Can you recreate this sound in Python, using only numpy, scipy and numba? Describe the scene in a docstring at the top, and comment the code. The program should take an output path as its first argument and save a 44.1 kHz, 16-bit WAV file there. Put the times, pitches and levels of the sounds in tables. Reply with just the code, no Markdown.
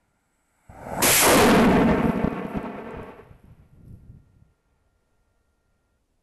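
"""Open desert ground, where a hobby rocket lifts off a few metres from a small microphone in a housing.
The igniter pops and spits as coloured noise and pulses; the motor catches and overloads the microphone.
Its roar, hiss and chuffs climb away; each reaches the microphone directly and as a delayed ground echo.
Blown sand (noise and clicks) ticks on the housing, the exhaust cloud gusts past as low noise, and the
roar returns from afar; faint air, a thin whine and a late breeze lie beneath."""
import sys
import numpy as np
from scipy import signal
from scipy.fft import rfft, irfft
from scipy.io import wavfile
from scipy.ndimage import uniform_filter1d
from numba import njit

SR = 44100
rng = np.random.default_rng(int(sys.argv[2]) if len(sys.argv) > 2 else 0)


def generate_wav(sig):
    """Save sig (samples, or channels by samples) to the path in sys.argv[1] as 16-bit PCM at SR."""
    pcm = np.round(np.clip(np.atleast_2d(sig).T, -1, 1) * 32767).astype(np.int16)
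    wavfile.write(sys.argv[1], SR, pcm)


N = 274478
TIME = np.arange(N) / SR
# the burn as heard: igniter fires, propellant catches, thrust ends
IGNITE_S, CATCH_S, BURNOUT_S = .697, 1.033, 3.073
CATCH_ATTACK_S, BURNOUT_FALL_DB_PER_S = .016, 67.5
FLAME_FALL_DB_PER_S = 500  # flame, whistle and leak are cut off at the catch


def undb(db):
    """Decibels to gain."""
    return 10 ** (np.asarray(db) / 20)


def unit(x):
    """Scale to rms 1."""
    return x / np.sqrt(np.mean(x ** 2))


def noise():
    """White noise over the whole scene."""
    return rng.standard_normal(N)


def curves(table):
    """One control per column, its points joined by straight lines."""
    seconds, *columns = np.transpose(table)
    return [np.interp(TIME, seconds, column) for column in columns]


def colour(x, points):
    """Causal minimum-phase filter whose spectrum runs through (frequency [Hz], level [dB]) points."""
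    hz, db = np.transpose(points)
    grid_hz = np.fft.rfftfreq(2048, 1 / SR)
    level_db = np.interp(np.log(grid_hz + 1), np.log(hz), db)
    cepstrum = irfft(np.log(undb(level_db)))
    # folding the cepstrum forward in time makes the filter causal
    cepstrum[1:1024] *= 2
    cepstrum[1025:] = 0
    impulse = irfft(np.exp(rfft(cepstrum)))
    return signal.oaconvolve(x, impulse)[:N]


def ring(x, hz, width_hz):
    """One resonance, gain 1 at its centre."""
    return signal.lfilter(*signal.iirpeak(hz, hz / width_hz, fs=SR), x)


def walk(rate):
    """Smooth random wander of rms 1, with a new target level rate times a second."""
    hold = int(SR / rate)
    steps = np.repeat(rng.standard_normal(N // hold + 1), hold)
    return unit(uniform_filter1d(uniform_filter1d(steps, hold), hold)[:N])


def clicks(rate, spread_db):
    """Random impulses, rate a second on average, mostly small and a few large; rms 1."""
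    size = undb(spread_db * np.minimum(rng.exponential(size=N), 4))
    struck = rng.random(N) < rate / SR
    return unit(struck * size * rng.choice([-1, 1], N))


def puffs(table):
    """Each sudden puff of gas sends out a push followed by a suction."""
    out = np.zeros(N)
    for s, db, ms in table:
        near = slice(int((s - .02) * SR), int((s + .02) * SR))
        u = (TIME[near] - s) * 1000 / ms  # time in half lengths: the extremes lie at -1 and 1
        out[near] -= undb(db) * u * np.exp((1 - u ** 2) / 2)
    return out


def envelope(s, db, attack_s, hold_s, fall_db_per_s):
    """Gain that is fully up at s, holds, then dies away."""
    attack = np.clip(1 + (TIME - s) / attack_s, 0, 1) ** 2
    return attack * undb(db - fall_db_per_s * np.maximum(TIME - s - hold_s, 0))


def swell(s, db, growth_db_per_s, fall_db_per_s):
    """Gain that grows exponentially to its peak at s, then dies away."""
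    growth_db = growth_db_per_s * np.maximum(s - TIME, 0)
    fall_db = fall_db_per_s * np.maximum(TIME - s, 0)
    return undb(db - growth_db - fall_db)


# still desert air and microphone hiss: (frequency [Hz], relative level [dB])
AIR_COLOUR = [(20, 1), (45, 3.5), (80, 1.5), (140, -2), (260, -3), (380, -8.5), (600, -8), (900, -15),
              (1500, -21.5), (3000, -24.3), (12000, -26.8)]
# thin electrical whine: (frequency before its final flick [Hz], mean rms level [dB])
WHINE = [(1394, -83.5), (1857, -90)]
# light breeze after the launch: (frequency [Hz], relative level [dB])
BREEZE_COLOUR = [(20, -1), (42, 1.5), (90, -1), (140, -18), (400, -47)]
AIR_DB, WHINE_END_S = -72.6, 5.99
WHINE_RISE, WHINE_GLIDE_S, WHINE_STOP_S = .1, .018, .006  # rise as a share of pitch
BREEZE_S, BREEZE_DB, BREEZE_ATTACK_S, BREEZE_FALL_DB_PER_S = 5.0, -68, 1.8, 5


def background():
    """Faint noise of air, a late breeze, and sines of a whine that flicks up in pitch as it switches off."""
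    air = unit(colour(noise(), AIR_COLOUR)) * undb(AIR_DB + 0.36 * walk(8))
    flick = np.clip(1 + (TIME - WHINE_END_S) / WHINE_GLIDE_S, 0, 1)
    clock = np.cumsum(1 + WHINE_RISE * flick) / SR  # runs faster during the flick
    whine = sum(np.sqrt(2) * undb(db) * np.sin(2 * np.pi * hz * clock) for hz, db in WHINE)
    switch_off = np.clip((WHINE_END_S - TIME) / WHINE_STOP_S, 0, 1)
    whine = whine * undb(.8 * walk(6)) * switch_off
    breeze = unit(colour(noise(), BREEZE_COLOUR)) * undb(1.5 * walk(11))
    breeze = breeze * envelope(BREEZE_S, BREEZE_DB, BREEZE_ATTACK_S, 0, BREEZE_FALL_DB_PER_S)
    return air + whine + breeze


# igniter smouldering before the flame takes: (frequency [Hz], relative level [dB])
SMOULDER_COLOUR = [(100, -11.5), (280, 3.5), (450, -12.5), (900, 0.5), (1100, -3.5), (1500, -5),
                   (2300, -7.5), (3200, -23), (6000, -29), (12000, -30)]
# igniter flame in the nozzle: (frequency [Hz], relative level [dB])
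FLAME_COLOUR = [(40, -14.5), (130, -2), (280, 1), (450, -4.5), (820, 0), (1100, -11), (1500, -13),
                (2400, -20.5), (3200, -43), (6000, -41), (12000, -40.5)]
# soft hiss around the whistle: (frequency [Hz], relative level [dB])
FIZZ_COLOUR = [(3000, -25), (6300, -14), (7300, -1), (9300, 0.5), (10000, -4), (11300, 0.5), (14000, -6.5)]
# igniter firing and spitting: (time [s], peak level before the ground echo [dB], half length [ms])
POPS = [(.6985, -37.5, 1.7), (.7515, -34.5, 0.5), (.8695, -21.5, 0.36), (.9222, -19.5, 0.41),
        (.9345, -18.5, 0.34), (.9885, -17, 0.3), (1.0062, -12, 0.21)]
# the smoulder brightens just before the igniter fires
SMOULDER_DB, SMOULDER_SWELL_DB, SMOULDER_GROWTH_DB_PER_S = -74.5, -65.5, 82
# the flame grows steadily until the motor catches, then is blown out
FLAME_DB, FLAME_GROWTH_DB_PER_S, FLAME_ATTACK_S = -24.5, 76, .006
# smoke whistling out of the nozzle: once before the igniter fires, again just before the catch
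FIZZ_HZ, FIZZ_WIDTH_HZ = 7900, 150
FIZZ_DB, FIZZ_GROWTH_DB_PER_S, FIZZ_FALL_DB_PER_S = -70.5, 25, 55
VENT_DB, VENT_GROWTH_DB_PER_S = -45, 150.5


def igniter():
    """Noise smoulders and fizzes; a pop, then a spitting flame swells until the propellant catches."""
    brightening = swell(IGNITE_S, SMOULDER_SWELL_DB, SMOULDER_GROWTH_DB_PER_S, FIZZ_FALL_DB_PER_S)
    glowing = undb(SMOULDER_DB) * (TIME < CATCH_S) + brightening
    smoulder = unit(colour(noise(), SMOULDER_COLOUR)) * glowing

    lit = np.clip(1 + (TIME - IGNITE_S) / FLAME_ATTACK_S, 0, 1)
    burning = lit * swell(CATCH_S, FLAME_DB, FLAME_GROWTH_DB_PER_S, FLAME_FALL_DB_PER_S)
    spit = unit(noise() + 0.66 * clicks(rate=500, spread_db=1.5))
    flame = unit(colour(spit, FLAME_COLOUR)) * burning * undb(0.53 * walk(59))

    fizzing = swell(IGNITE_S, FIZZ_DB, FIZZ_GROWTH_DB_PER_S, FIZZ_FALL_DB_PER_S)
    venting = swell(CATCH_S, VENT_DB, VENT_GROWTH_DB_PER_S, FLAME_FALL_DB_PER_S)
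    whistle = unit(ring(noise(), FIZZ_HZ, FIZZ_WIDTH_HZ)) * undb(2.3 * walk(34))
    hiss = unit(colour(noise(), FIZZ_COLOUR))
    smoke = (.85 * whistle + 0.81 * hiss) * (fizzing + venting)
    return smoulder + puffs(POPS) + flame + smoke


# the nozzle's climb; the long flame splashing on the sand blurs the echo:
# (time [s], height [m], ground echo gain [share of the direct sound])
CLIMB = [(0, 1, 0.43), (.98, 1.047, 0.66), (1.04, 0.59, 0.45), (1.2, 2.22, 0.077), (1.35, 4.07, 0.3),
         (1.6, 18, 0.81), (2, 57, .65), (3, 160.4, 0.6), (6.2, 507, 0.64)]
PAD_M, MIC_HEIGHT_M = 3.157, .757
SOUND_SPEED = 343  # m/s


def over_ground(x):
    """The ground echo's lag follows the nozzle height, sweeping a comb of notches that settles with the climb."""
    height, share = curves(CLIMB)
    direct_m = np.hypot(PAD_M, height - MIC_HEIGHT_M)
    reflected_m = np.hypot(PAD_M, height + MIC_HEIGHT_M)
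    lag_s = (reflected_m - direct_m) / SOUND_SPEED
    rough_sand = signal.butter(1, 2500, fs=SR, output="sos")  # dulls the echo
    scattered = signal.sosfilt(rough_sand, x)
    echo = np.interp(TIME - lag_s, TIME, scattered)
    return (x + share * echo) / np.hypot(1, share)


def flight():
    """Distance to the nozzle in m, and the cosine of the angle between the jet and the way to the microphone."""
    height, _ = curves(CLIMB)
    distance = np.hypot(PAD_M, height - MIC_HEIGHT_M)
    return distance, (height - MIC_HEIGHT_M) / distance


def thrust(db, spread_db, air_db_per_m):
    """Gain of a motor sound: steady source from catch to burnout, weaker with distance."""
    distance, _ = flight()
    burn = envelope(CATCH_S, db, CATCH_ATTACK_S, BURNOUT_S - CATCH_S, BURNOUT_FALL_DB_PER_S)
    return burn * undb(-spread_db * np.log10(distance / PAD_M) - air_db_per_m * distance)


# supersonic jet tearing the air: (frequency [Hz], relative level [dB])
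HISS_COLOUR = [(200, -2.5), (1000, -5.5), (2300, 5.5), (3500, -3), (6000, -1), (7800, 2.5), (9500, -2),
               (11500, 5.5), (15000, -2)]
# source level, loss per tenfold distance, loss in the air; then the leak before the catch
HISS_DB, HISS_SPREAD_DB, HISS_AIR_DB_PER_M = -4, 33, 0.21
LEAK_DB, LEAK_GROWTH_DB_PER_S = -44, 80


def jet():
    """Fluttering noise from just behind the nozzle: a leak first, full at the catch, soon lost with distance."""
    leak = swell(CATCH_S, LEAK_DB, LEAK_GROWTH_DB_PER_S, FLAME_FALL_DB_PER_S) * (TIME > IGNITE_S)
    gain = leak + thrust(HISS_DB, HISS_SPREAD_DB, HISS_AIR_DB_PER_M)
    return unit(colour(noise(), HISS_COLOUR)) * gain * undb(0.5 * walk(150))


# eddies at the microphone port: (frequency [Hz], relative level [dB])
GUST_COLOUR = [(15, -8), (40, -2.5), (85, 0.5), (130, -1), (200, -8.5), (300, -18.5), (500, -29.5),
               (1000, -49.5), (3000, -76.5)]
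# gusts from the ignition, the blast and the drifting cloud: (time [s], level before flutter [dB], hold [s])
GUSTS = [(0.708, -51, 0.11), (0.93, -40.5, .01), (1.06, -24, .05), (1.31, -21, 0.055), (1.59, -25.5, .03),
         (1.736, -33, 0.13), (2.57, -45.5, 0.011), (2.746, -53.5, 0.17), (2.949, -44, .06),
         (3.21, -54, 0.14), (3.45, -49, .06), (3.603, -54, .04), (3.74, -49, 0.076), (3.866, -48.5, 0.11),
         (4.045, -48, 0.097), (4.34, -57.5, .06), (4.671, -67, .01)]
# single buffets of air on the port: (time [s], peak level [dB], half length [ms])
BUFFETS = [(2.975, -35, 2.4), (3.313, -38.5, 1.43), (3.443, -39.5, 1.14), (3.51, -54.5, 1.9),
           (3.853, -39, 1.24), (3.88, -41.5, 1.01), (4.036, -43, 1.37), (4.0995, -35.5, 2.5),
           (4.1095, -42.5, .9), (4.171, -47, 1.3), (4.425, -46.5, 1.63)]
GUST_ATTACK_S, GUST_FALL_DB_PER_S = 0.052, 95


def wind():
    """The blast and the drifting cloud shove air over the microphone port, gust by gust, as low noise."""
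    power = sum(envelope(s, db, GUST_ATTACK_S, hold_s, GUST_FALL_DB_PER_S) ** 2 for s, db, hold_s in GUSTS)
    eddies = unit(colour(noise(), GUST_COLOUR)) * undb(2.2 * walk(35))
    return eddies * np.sqrt(power) + puffs(BUFFETS)


# surges of the uneven burn: (time [s], extra level at the peak [dB])
SURGES = [(1.824, 5), (1.897, 5.5), (2.56, 5), (2.98, 0.5)]
SURGE_HALF_S = 0.027  # half width where the extra dB have dropped to 1 / e
# source level, loss per tenfold distance, loss in the air
ROAR_DB, ROAR_SPREAD_DB, ROAR_AIR_DB_PER_M = 8, 24, 0.04
# the roar is beamed aft: cosine of the cone's half angle, loss per unit of cosine outside it
CONE_COSINE, OFF_CONE_DB = .72, 80
# the flame splashing on the sand, then the faint rush of the coasting rocket
SPLASH_DB, SPLASH_HOLD_S, SPLASH_FALL_DB_PER_S = -9.5, .05, 200
COAST_DB, COAST_HOLD_S, COAST_FALL_DB_PER_S = -78.5, 2.3, 15


def roar_gain():
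    """Splash on the sand; the roar swells as its cone takes in the microphone, surges, recedes to a rush."""
    _, aft = flight()
    surge_db = sum(db * np.exp(-((TIME - s) / SURGE_HALF_S) ** 2) for s, db in SURGES)
    cone_db = -OFF_CONE_DB * np.maximum(CONE_COSINE - aft, 0)
    beamed = thrust(ROAR_DB, ROAR_SPREAD_DB, ROAR_AIR_DB_PER_M) * undb(cone_db + surge_db)
    splash = envelope(CATCH_S, SPLASH_DB, CATCH_ATTACK_S, SPLASH_HOLD_S, SPLASH_FALL_DB_PER_S)
    coast = envelope(BURNOUT_S, COAST_DB, CATCH_ATTACK_S, COAST_HOLD_S, COAST_FALL_DB_PER_S)
    return splash + beamed + coast


@njit
def high_pass(x, hz):
    """State-variable high-pass with a moving corner."""
    out, band, low, damping = np.empty(len(x)), 0., 0., 1.2
    for i in range(len(x)):
        g = np.tan(np.pi * hz[i] / SR)
        v = (band + g * (x[i] - low)) / (1 + g * (g + damping))
        out[i] = x[i] - damping * v - (low + g * v)
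        band, low = 2 * v - band, low + 2 * g * v
    return out


# turbulent plume: (frequency [Hz], relative level [dB])
ROAR_COLOUR = [(30, -11), (100, -2.5), (230, -2.5), (330, -4), (460, -4), (700, -8), (1100, -13),
               (1800, -18.5), (2600, -22.5), (3300, -35), (4500, -44), (7000, -53), (12000, -56)]
# lower edge of the roar; the big slow eddies far down the plume are heard late:
# (time [s], high-pass corner [Hz])
ROAR_EDGE = [(1.1, 300), (1.15, 920), (1.21, 860), (1.28, 392), (1.48, 192), (1.7, 140), (2.55, 150),
             (2.95, 210), (3.4, 380)]
# chuffs of the motor: (time [s], peak level before rasp and ground echo [dB], half length [ms])
CHUFFS = [(1.69, -19, 2.9), (1.822, -9, 0.64), (1.912, -8.5, 1.45), (1.927, -15, 1.2), (1.947, -8.5, 0.62),
          (1.983, -10.5, 0.76), (2.0435, -8.5, 0.65), (2.057, -4, 0.77), (2.0955, -5, 0.75),
          (2.16, -17, 0.7), (2.176, -14.5, 0.69), (2.244, -2, 1.07), (2.2757, -7, 0.59), (2.329, -21, 0.92),
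          (2.452, -20.5, 0.76), (2.5725, -17, 1.2)]
ROAR_FLUTTER_DB, CHUFF_RASP = 1.4, 0.029
# the largest eddies
RUMBLE_HZ, RUMBLE_WIDTH_HZ = 232, 230
RUMBLE_S, RUMBLE_DB, RUMBLE_ATTACK_S, RUMBLE_HOLD_S, RUMBLE_FALL_DB_PER_S = 1.38, -11, 0.32, .31, 61.5


def plume():
    """Noise eddies roar and rumble, clicks of small shocks crackle, and pulses of gas chuff."""
    low_hz, = curves(ROAR_EDGE)
    turbulence = noise() + 0.65 * clicks(rate=700, spread_db=2.5)
    roar = high_pass(unit(colour(turbulence, ROAR_COLOUR)), low_hz)
    # even out the level so that the moving edge changes only the tone
    steady_roar = roar / np.sqrt(uniform_filter1d(roar ** 2, size=8192))
    roar = steady_roar * roar_gain() * undb(ROAR_FLUTTER_DB * walk(45))

    rumble = ring(ring(noise(), RUMBLE_HZ, RUMBLE_WIDTH_HZ), RUMBLE_HZ, RUMBLE_WIDTH_HZ)
    rumble_gain = envelope(RUMBLE_S, RUMBLE_DB, RUMBLE_ATTACK_S, RUMBLE_HOLD_S, RUMBLE_FALL_DB_PER_S)
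    rumble = unit(rumble) * rumble_gain

    # each chuff carries a burst of fine turbulence
    rasp = unit(ring(ring(noise(), 2500, 4000), 2500, 4000))
    return roar + rumble + puffs(CHUFFS) * (1 + CHUFF_RASP * rasp)


# sand on the housing: (frequency [Hz], relative level [dB])
SAND_COLOUR = [(1000, -16.5), (2400, -12), (4000, -6.5), (5500, -2), (6800, -11), (8200, 0.5), (9500, -4.5),
               (11600, 9.5), (14000, -9)]
# thicker flurries of sand: (time [s], level before flutter [dB])
FLURRIES = [(2.05, -53.5), (2.5, -67), (3.04, -72), (3.88, -75)]
# grains striking the housing: (time [s], strike level [dB], level of their ring relative to the strike [dB])
GRAINS = [(2.3053, -54, -13), (2.4679, -52.5, -20), (2.6126, -63, -16), (2.629, -49.5, -22),
          (2.907, -61.5, 4), (3.0307, -55, -17), (3.4553, -71.5, -22), (3.746, -73, -22)]
GRAIN_RING_HZ = 8200
# blown sand arrives, thins out and stops when the cloud has passed
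SAND_S, SAND_DB, SAND_ATTACK_S, SAND_THINNING_DB_PER_S, SAND_END_S = 2.0, -67, .25, 9.5, 4.36
FLURRY_ATTACK_S, FLURRY_FALL_DB_PER_S = .04, 145


def sand():
    """Dust is noise, fine grains shower as clicks, coarse ones tick as noise bursts with the housing's ring."""
    stop = np.clip((SAND_END_S - TIME) / SAND_ATTACK_S, 0, 1)
    drift = envelope(SAND_S, SAND_DB, SAND_ATTACK_S, 0, SAND_THINNING_DB_PER_S) * stop
    flurries = sum(envelope(s, db, FLURRY_ATTACK_S, 0, FLURRY_FALL_DB_PER_S) for s, db in FLURRIES)
    grit = clicks(rate=1100, spread_db=5.0) + .8 * noise()
    shower = unit(colour(grit, SAND_COLOUR)) * (drift + flurries) * undb(1.3 * walk(12))

    scratch = noise()
    tick = unit(colour(scratch, SAND_COLOUR))
    housing = unit(ring(scratch, GRAIN_RING_HZ, 1200))
    for s, db, ring_db in GRAINS:
        strike = undb(db) * (TIME >= s) * np.exp(-np.abs(TIME - s) / .0025)
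        shower = shower + strike * (0.85 * tick + undb(ring_db) * housing)
    return shower


# the roar scattered back from afar: (frequency [Hz], relative level [dB])
RETURN_COLOUR = [(100, -11), (350, -1.5), (570, 1.5), (900, -1), (1250, -6), (1600, -9), (2500, -9.5),
                 (3300, -18), (5000, -31.5), (10000, -48)]
# its waves from across the desert: (time [s], level before flutter [dB], attack [s], fall [dB/s])
RETURNS = [(3.06, -56, 0.46, 27.5), (3.5, -76, .5, 6), (4.7, -79, .08, 50), (5.72, -80, .2, 36)]


def far_echo():
    """Scrub and rises in the plain send the roar back late, as thin noise that rolls in level."""
    power = sum(envelope(s, db, attack_s, 0, fall) ** 2 for s, db, attack_s, fall in RETURNS)
    return unit(colour(noise(), RETURN_COLOUR)) * np.sqrt(power) * undb(1.3 * walk(21))


def scene():
    """Igniter, plume and jet come over the ground; sand and wind act at the microphone itself."""
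    rocket = over_ground(igniter() + plume() + jet()) + far_echo()
    return (rocket + sand() + wind() + background())[None]


OVERLOAD = 0.19  # largest amplitude the microphone passes
BAND_EDGE_HZ, TOP_HZ = 12050, 14700


def record(dry):
    """The microphone saturates into flat-topped waves; the top treble is cut down in two steps."""
    fine = signal.resample_poly(dry, 2, 1, axis=-1)  # room for the overtones of clipping
    flattened = fine / (1 + (fine / OVERLOAD) ** 8) ** (1 / 8)
    clipped = signal.resample_poly(flattened, 1, 2, axis=-1)
    hz = np.fft.rfftfreq(N, 1 / SR)
    shelf_db = -14 * np.clip((hz - BAND_EDGE_HZ) / 150, 0, 1)
    narrowed = irfft(rfft(clipped) * undb(shelf_db), N)
    return signal.sosfilt(signal.ellip(8, .2, 70, TOP_HZ, fs=SR, output="sos"), narrowed)


dry = scene()
out = record(dry)
generate_wav(out)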